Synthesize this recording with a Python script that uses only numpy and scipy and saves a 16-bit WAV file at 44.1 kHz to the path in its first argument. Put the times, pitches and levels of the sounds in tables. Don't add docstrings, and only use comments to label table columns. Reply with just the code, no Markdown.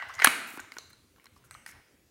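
import sys
import numpy as np
from scipy import signal
from scipy.fft import rfft, irfft
from scipy.io import wavfile
from scipy.ndimage import uniform_filter1d

SR = 44100
rng = np.random.default_rng(int(sys.argv[2]) if len(sys.argv) > 2 else 0)


def gain_from_db(level_db):
    decades = np.asarray(level_db, float) / 20
    return 10 ** decades


def generate_wav(signal):
    frames = np.transpose(np.atleast_2d(signal))
    scaled = np.clip(frames, -1, 1) * 32767
    pcm = np.round(scaled).astype(np.int16)
    wavfile.write(sys.argv[1], SR, pcm)


N = 92610
LEAD = 22050


def evened(x):
    return x / np.sqrt(np.mean(x ** 2) + 1e-20)


def read(points, hz):
    f, value = np.transpose(points)
    return np.interp(np.log(hz + 1), np.log(f + 1), value)


def add(mix, start_s, sound):
    part = mix[LEAD + round(start_s * SR):][:len(sound)]
    part += sound[:len(part)]


def strike(modes, peak_db, hz, patch_db, reach_oct, far_db, chatter_s, crack_db, blur=1):
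    crack_fade_s, crack_top_hz = 0.0015, 11000
    patch_cycles = 35
    mode_split = 0.018
    radiates_above_hz = 650
    t = np.arange(1600) / SR

    f, mode_db, t60 = np.transpose(modes * 3)[:, :, None]
    luck = rng.random((len(f) + 4, 2))
    near = np.exp(-.5 * (np.log2(f / hz) / reach_oct) ** 2) + gain_from_db(far_db)
    detune = 1 + 2 * mode_split * (luck[4:, :1] - .5)
    uneven_db = 6 * (luck[4:, 1:] - .5)
    fading = gain_from_db(mode_db + uneven_db - 60 * t / t60 / blur)
    ring = (near * fading * np.sin(2 * np.pi * f * detune * t)).sum(0)

    patch = gain_from_db(patch_db - 60 * t * hz / patch_cycles / blur) * np.sin(2 * np.pi * hz * t)
    crack_band = signal.butter(2, [2500, crack_top_hz], "band", fs=SR, output="sos")
    crack = signal.sosfilt(crack_band, rng.standard_normal(len(t)))
    crack = gain_from_db(crack_db) * np.exp(-t / crack_fade_s) * crack
    touch = ring / abs(ring).max() + patch + crack

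    at = np.cumsum(.4 + luck[:4, 0]) * chatter_s * blur * SR
    contacts = np.zeros(int(at[-1]) + 2)
    force = 0.72 ** np.arange(4) * (0.81 + 0.29 * luck[:4, 1])
    np.add.at(contacts, (at - at[0]).astype(int), force)
    radiation = signal.butter(3, radiates_above_hz, "high", fs=SR, output="sos")
    sound = signal.sosfilt(radiation, np.convolve(contacts, touch))
    return gain_from_db(peak_db) * sound / abs(sound).max()


def strikes(direct, sent):
    # start_s, peak_db, ring_hz, room_share_db (before the lift below)
    snaps = [(0.2448, 2, 10200, -15.5), (0.2445, -1, 10800, -13), (0.2476, -4.5, 10790, -11.5),
             (0.2506, -17, 11500, -10), (0.2742, -12.5, 7870, -12)]
    # start_s, peak_db, struck_region_hz, room_share_db (before the lift)
    knocks = [(.0005, -30, 1690, 2), (.0232, -29, 2000, -3.5), (.0234, -32, 950, 0), (.096, -35, 1050, 1),
              (.1038, -33.5, 1300, -5), (.123, -43, 1290, -7), (.184, -33, 1780, -13),
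              (.1925, -26.5, 1306, 4), (.199, -19.5, 2000, -9.5), (.203, -23.5, 2099, -4),
              (.217, -24, 1805, 0), (.2205, -11, 2050, -12), (.2245, -17.5, 1970, 0.5),
              (.231, -24.5, 2043, -9), (.2415, -18, 2032, -36), (.2452, -11, 1114, -7),
              (.2468, -2.5, 1640, -16.5), (.2588, -9, 2379, -11.5), (.2612, -13, 2198, -9),
              (.2718, -8.5, 1292, -17), (.2720, -8, 2820, -11), (.2735, -11, 2227, -7),
              (.2748, -14.5, 1300, -11.5), (.574, -33, 1170, -27), (.584, -35.5, 1520, -11.5),
              (.595, -29.5, 1498, -9.5), (.601, -42, 1570, -2), (.647, -43.5, 1480, -10),
              (.720, -33, 2132, -10), (.740, -48, 1580, -10.5), (.768, -32, 1480, -10.5),
              (.785, -37, 1297, -12.5), (.905, -47.5, 1646, -13.5), (.933, -51, 1404, -25),
              (1.162, -55.5, 1351, 0), (1.183, -55.5, 1100, -11.5), (1.198, -49.5, 2200, -2.5),
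              (1.243, -53, 1376, -13.5), (1.257, -47.5, 1338, -9.5), (1.266, -45, 2067, -11.5),
              (1.364, -52, 990, -2), (1.44, -53.5, 1407, 2.5), (1.510, -38, 1586, -1.5),
              (1.550, -38, 1254, -5.5), (1.663, -32.5, 1900, -7.5), (1.676, -42.5, 1930, -2.5),
              (1.691, -39, 1880, -5.5), (1.702, -55, 1930, 5), (1.722, -47.5, 1890, -3)]
    # start_s, peak_db, ring_hz, room_share_db (before the lift)
    ticks = [(.0944, -44.5, 5200, 4), (.139, -38.5, 6240, -11.5), (.1435, -37.5, 6300, -9),
             (.1518, -35.5, 6540, -2), (.1918, -35, 4900, -10), (.199, -32, 4500, 2),
             (.2208, -26, 5433, -2.5), (.237, -30, 5760, -10), (.2588, -20, 4040, -25),
             (.2718, -16, 3817, -12.5), (.526, -43, 11500, -10), (.574, -44, 5130, -20),
             (.601, -32.5, 6900, -5.5), (.720, -35.5, 4600, -13.5), (.740, -47, 4500, -10.5),
             (.768, -50.5, 5100, -8), (.7845, -26.5, 6120, -12.5), (.785, -34, 4200, -4),
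             (.931, -48, 4100, -15), (.932, -45.5, 9020, -15), (1.1614, -60, 4570, -3),
             (1.2425, -44, 11480, -13.5), (1.257, -45.5, 5350, -17), (1.257, -45, 11500, -12),
             (1.268, -48, 4053, -13.5), (1.510, -32, 8080, -5), (1.543, -41, 4380, -6),
             (1.663, -39, 4820, -9.5), (1.663, -34, 9300, -4), (1.689, -46, 7130, -3),
             (2.0834, -72.5, 5320, -9.5)]
    # pitch_hz, relative_level_db, t60_s (before blur)
    walls = [(640, -17, 0.024), (950, -25, .03), (1103, -4.8, 0.024), (1160, -0.5, 0.03),
             (1480, -3.1, 0.016), (1640, 9.5, 0.012), (1920, 10, 0.021), (2154, 13, 0.023),
             (2620, 9.5, 0.013), (2860, 7.5, 0.0075)]
    # pitch_hz, relative_level_db, t60_s (before blur)
    edges = [(3330, 0, 0.0026), (4200, 4.5, 0.019), (4920, 4.5, .007), (5400, -3.5, 0.0062),
             (5900, 4.5, 0.005), (6724, 5.5, 0.011), (7700, -3.5, 0.002), (8600, -4.5, 0.0055),
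             (9200, -2, 0.005), (10860, -1, 0.0054), (10400, -2.5, 0.0059), (12500, -4, 0.0017),
             (13600, -9, .005), (15000, -6.5, .005)]
    knock = dict(far_db=-21.5, chatter_s=.0012, crack_db=-26)
    tick = dict(far_db=-18.5, chatter_s=.0006, crack_db=-10.5)
    knock_reach_oct, tick_reach_oct = 0.3, 0.063
    patch_db, room_patch_db = -8.5, -6
    room_lift_db = 2.5
    room_reach, room_blur = 1.7, .45

    earlier_s = 0.38
    add(sent, -earlier_s, strike(walls, -12, 2000, patch_db, knock_reach_oct, **knock))
    add(sent, -earlier_s, strike(edges, -22, 5700, patch_db, tick_reach_oct, **tick))

    kinds = (knocks, walls, knock_reach_oct, knock), (ticks + snaps, edges, tick_reach_oct, tick)
    for rows, modes, reach_oct, touch in kinds:
        for start_s, peak_db, hz, room_share_db in rows:
            add(direct, start_s, strike(modes, peak_db, hz, patch_db, reach_oct, **touch))
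            sent_db = peak_db + room_share_db + room_lift_db
            wide_oct = room_reach * reach_oct
            add(sent, start_s, strike(modes, sent_db, hz, room_patch_db, wide_oct, **touch, blur=room_blur))


def thumps(direct, sent):
    # start_s, level_db (before onset, decay and low cut), pitch_hz
    thump_rows = [(0.199, -42, 460), (0.222, -33, 420.3), (0.244, -25, 445.3), (0.271, -18, 268),
                  (0.538, -40, 294), (0.576, -34.5, 308), (0.6, -41.5, 274), (0.766, -43.5, 340),
                  (0.785, -46.5, 440), (0.914, -61.5, 254.6)]
    t60_s, onset_s = .028, 0.001
    t = np.arange(6000) / SR
    low_cut = signal.butter(2, 140, "high", fs=SR, output="sos")
    for start_s, level_db, hz in thump_rows:
        sound = gain_from_db(level_db - 60 * t / t60_s) * np.sin(2 * np.pi * hz * t)
        sound = signal.sosfilt(low_cut, sound * np.minimum(t / onset_s, 1))
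        add(direct, start_s, sound)
        add(sent, start_s, gain_from_db(-10) * sound)


def case():
    direct, sent = np.zeros((2, LEAD + N))
    strikes(direct, sent)
    thumps(direct, sent)
    return direct, sent


def slide():
    # start_s, level_db (before the trim), pitch_hz
    glide = [(0, -39, 2010), (.026, -37, 1920), (.056, -49.5, 1986), (.174, -51.5, 2000),
             (.19, -37.5, 2050), (.204, -35.5, 2080), (.212, -48, 2030), (.224, -33.5, 1980),
             (.24, -45, 1970)]
    width_hz, trim_db = 140, -2.5
    start_s, level_db, pitch_hz = np.transpose(glide)
    t = np.arange(int(start_s[-1] * SR)) / SR
    turn = np.exp(2j * np.pi * np.cumsum(np.interp(t, start_s, pitch_hz)) / SR)
    r = np.exp(-np.pi * width_hz / SR)
    narrow = signal.lfilter([1], np.convolve([1, -r], [1, -r]), rng.standard_normal(len(t)) / turn)
    whistle = evened((turn * narrow).real)
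    level = gain_from_db(trim_db + np.interp(t, start_s, level_db))
    return np.pad(level * whistle, (0, N - len(t)))


def rubs():
    # start_s, length_s, level_db (rms before stroke shape and unevenness), centre_hz
    strokes = [(0.083, .012, -61, 7900), (0.141, .026, -59.5, 6000), (0.463, 0.12, -53.5, 10060),
               (0.589, .025, -58.5, 7660), (0.719, 0.063, -67, 8960), (0.891, .025, -64, 11000),
               (1.358, 0.028, -68, 5900), (1.438, 0.04, -66.5, 9400), (1.664, 0.057, -58, 7500),
               (1.716, 0.095, -64, 977), (2.057, .03, -82, 9110)]
    grains_per_s, grain_db = 9000, 2.5
    smooth = 1
    width_oct, fade_s, uneven_db = 0.77, .006, 3

    size = gain_from_db(grain_db * np.minimum(rng.exponential(1, N), 5)) * rng.standard_normal(N)
    slips = evened(size * (rng.random(N) < grains_per_s / SR))
    spectrum = rfft(slips + smooth * rng.standard_normal(N))
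    hz = np.fft.rfftfreq(N, 1 / SR) + 1
    t = np.arange(N) / SR
    out = np.zeros(N)
    for start_s, length_s, level_db, centre_hz in strokes:
        colour = np.exp(-.5 * (np.log2(hz / centre_hz) / width_oct) ** 2)
        rise = (t - start_s) / (0.14 * length_s)
        fall = (start_s + length_s - t) / fade_s
        stroke = np.clip(np.minimum(rise, fall), 0, 1)
        out += gain_from_db(level_db) * stroke * evened(irfft(spectrum * colour, N))
    wander = uniform_filter1d(uniform_filter1d(rng.standard_normal(N), size=300), size=300)
    return out * gain_from_db(uneven_db * evened(wander))


def room(sent):
    # pitch_hz, t60_s
    decay = [(150, 0.94), (400, 0.88), (1000, 0.88), (2000, 0.77), (4000, 0.75), (8000, 0.64),
             (11000, 0.49), (15000, 0.49)]
    gap_s, build_s = 0.00057, 0.0042
    taps = np.zeros(SR)
    at = np.arange(0, SR - 12, 12) + rng.integers(0, 12, (SR - 1) // 12)
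    taps[at] = rng.choice([-1., 1.], len(at))
    hz, t, z = signal.stft(taps, SR, nperseg=256)
    fading = gain_from_db(-60 * t / read(decay, hz)[:, None])
    tail = signal.istft(z * fading, SR, nperseg=256)[1]
    tail = tail * np.clip((np.arange(len(tail)) / SR - gap_s) / build_s, 0, 1)
    return signal.fftconvolve(sent, tail / np.linalg.norm(tail))[:len(sent)]


def hush():
    # pitch_hz, relative_level_db (per Hz)
    colour = [(20, -25.5), (35, -15), (50, -6), (70, 0.8), (100, -3), (160, -10), (280, -9), (450, -13),
              (900, -25), (2000, -22.5), (4300, -25.5), (12000, -30), (14000, -32.5), (15800, -31),
              (16400, -41.5)]
    level_db, patchy_db = -64, 2.5
    swell_db, swell_below_hz = 3.6, 150
    frames, hz = N // 256 + 5, np.fft.rfftfreq(1024, 1 / SR)
    a, b, patches = rng.standard_normal((frames, 513, 3)).T
    swell = evened(uniform_filter1d(patches[0], 25)) * swell_db * (hz < swell_below_hz)[:, None]
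    patches = evened(uniform_filter1d(uniform_filter1d(patches, 10, 0), 12, 1))
    z = (a + 1j * b) * gain_from_db(read(colour, hz)[:, None] + patchy_db * patches + swell)
    noise = signal.istft(z, nperseg=1024, noverlap=768)[1][:N]
    return gain_from_db(level_db) * evened(noise)


def scene():
    direct, sent = case()
    case_in_room = (direct + room(sent))[LEAD:]
    return (case_in_room + slide() + rubs() + hush())[None]


def roll_off(x):
    return signal.sosfilt(signal.butter(12, 16520, fs=SR, output="sos"), x)


def record(dry):
    low_hz, top_hz = 45, 16000
    low_cut = signal.butter(2, low_hz, "high", fs=SR, output="sos")
    heard = signal.sosfilt(low_cut, np.clip(dry, -1, 1))
    top_cut = signal.firwin(301, top_hz, window=("kaiser", 9), fs=SR)
    heard = signal.oaconvolve(heard, top_cut[None], "same")
    return roll_off(heard)


dry = scene()
out = record(dry)
generate_wav(out)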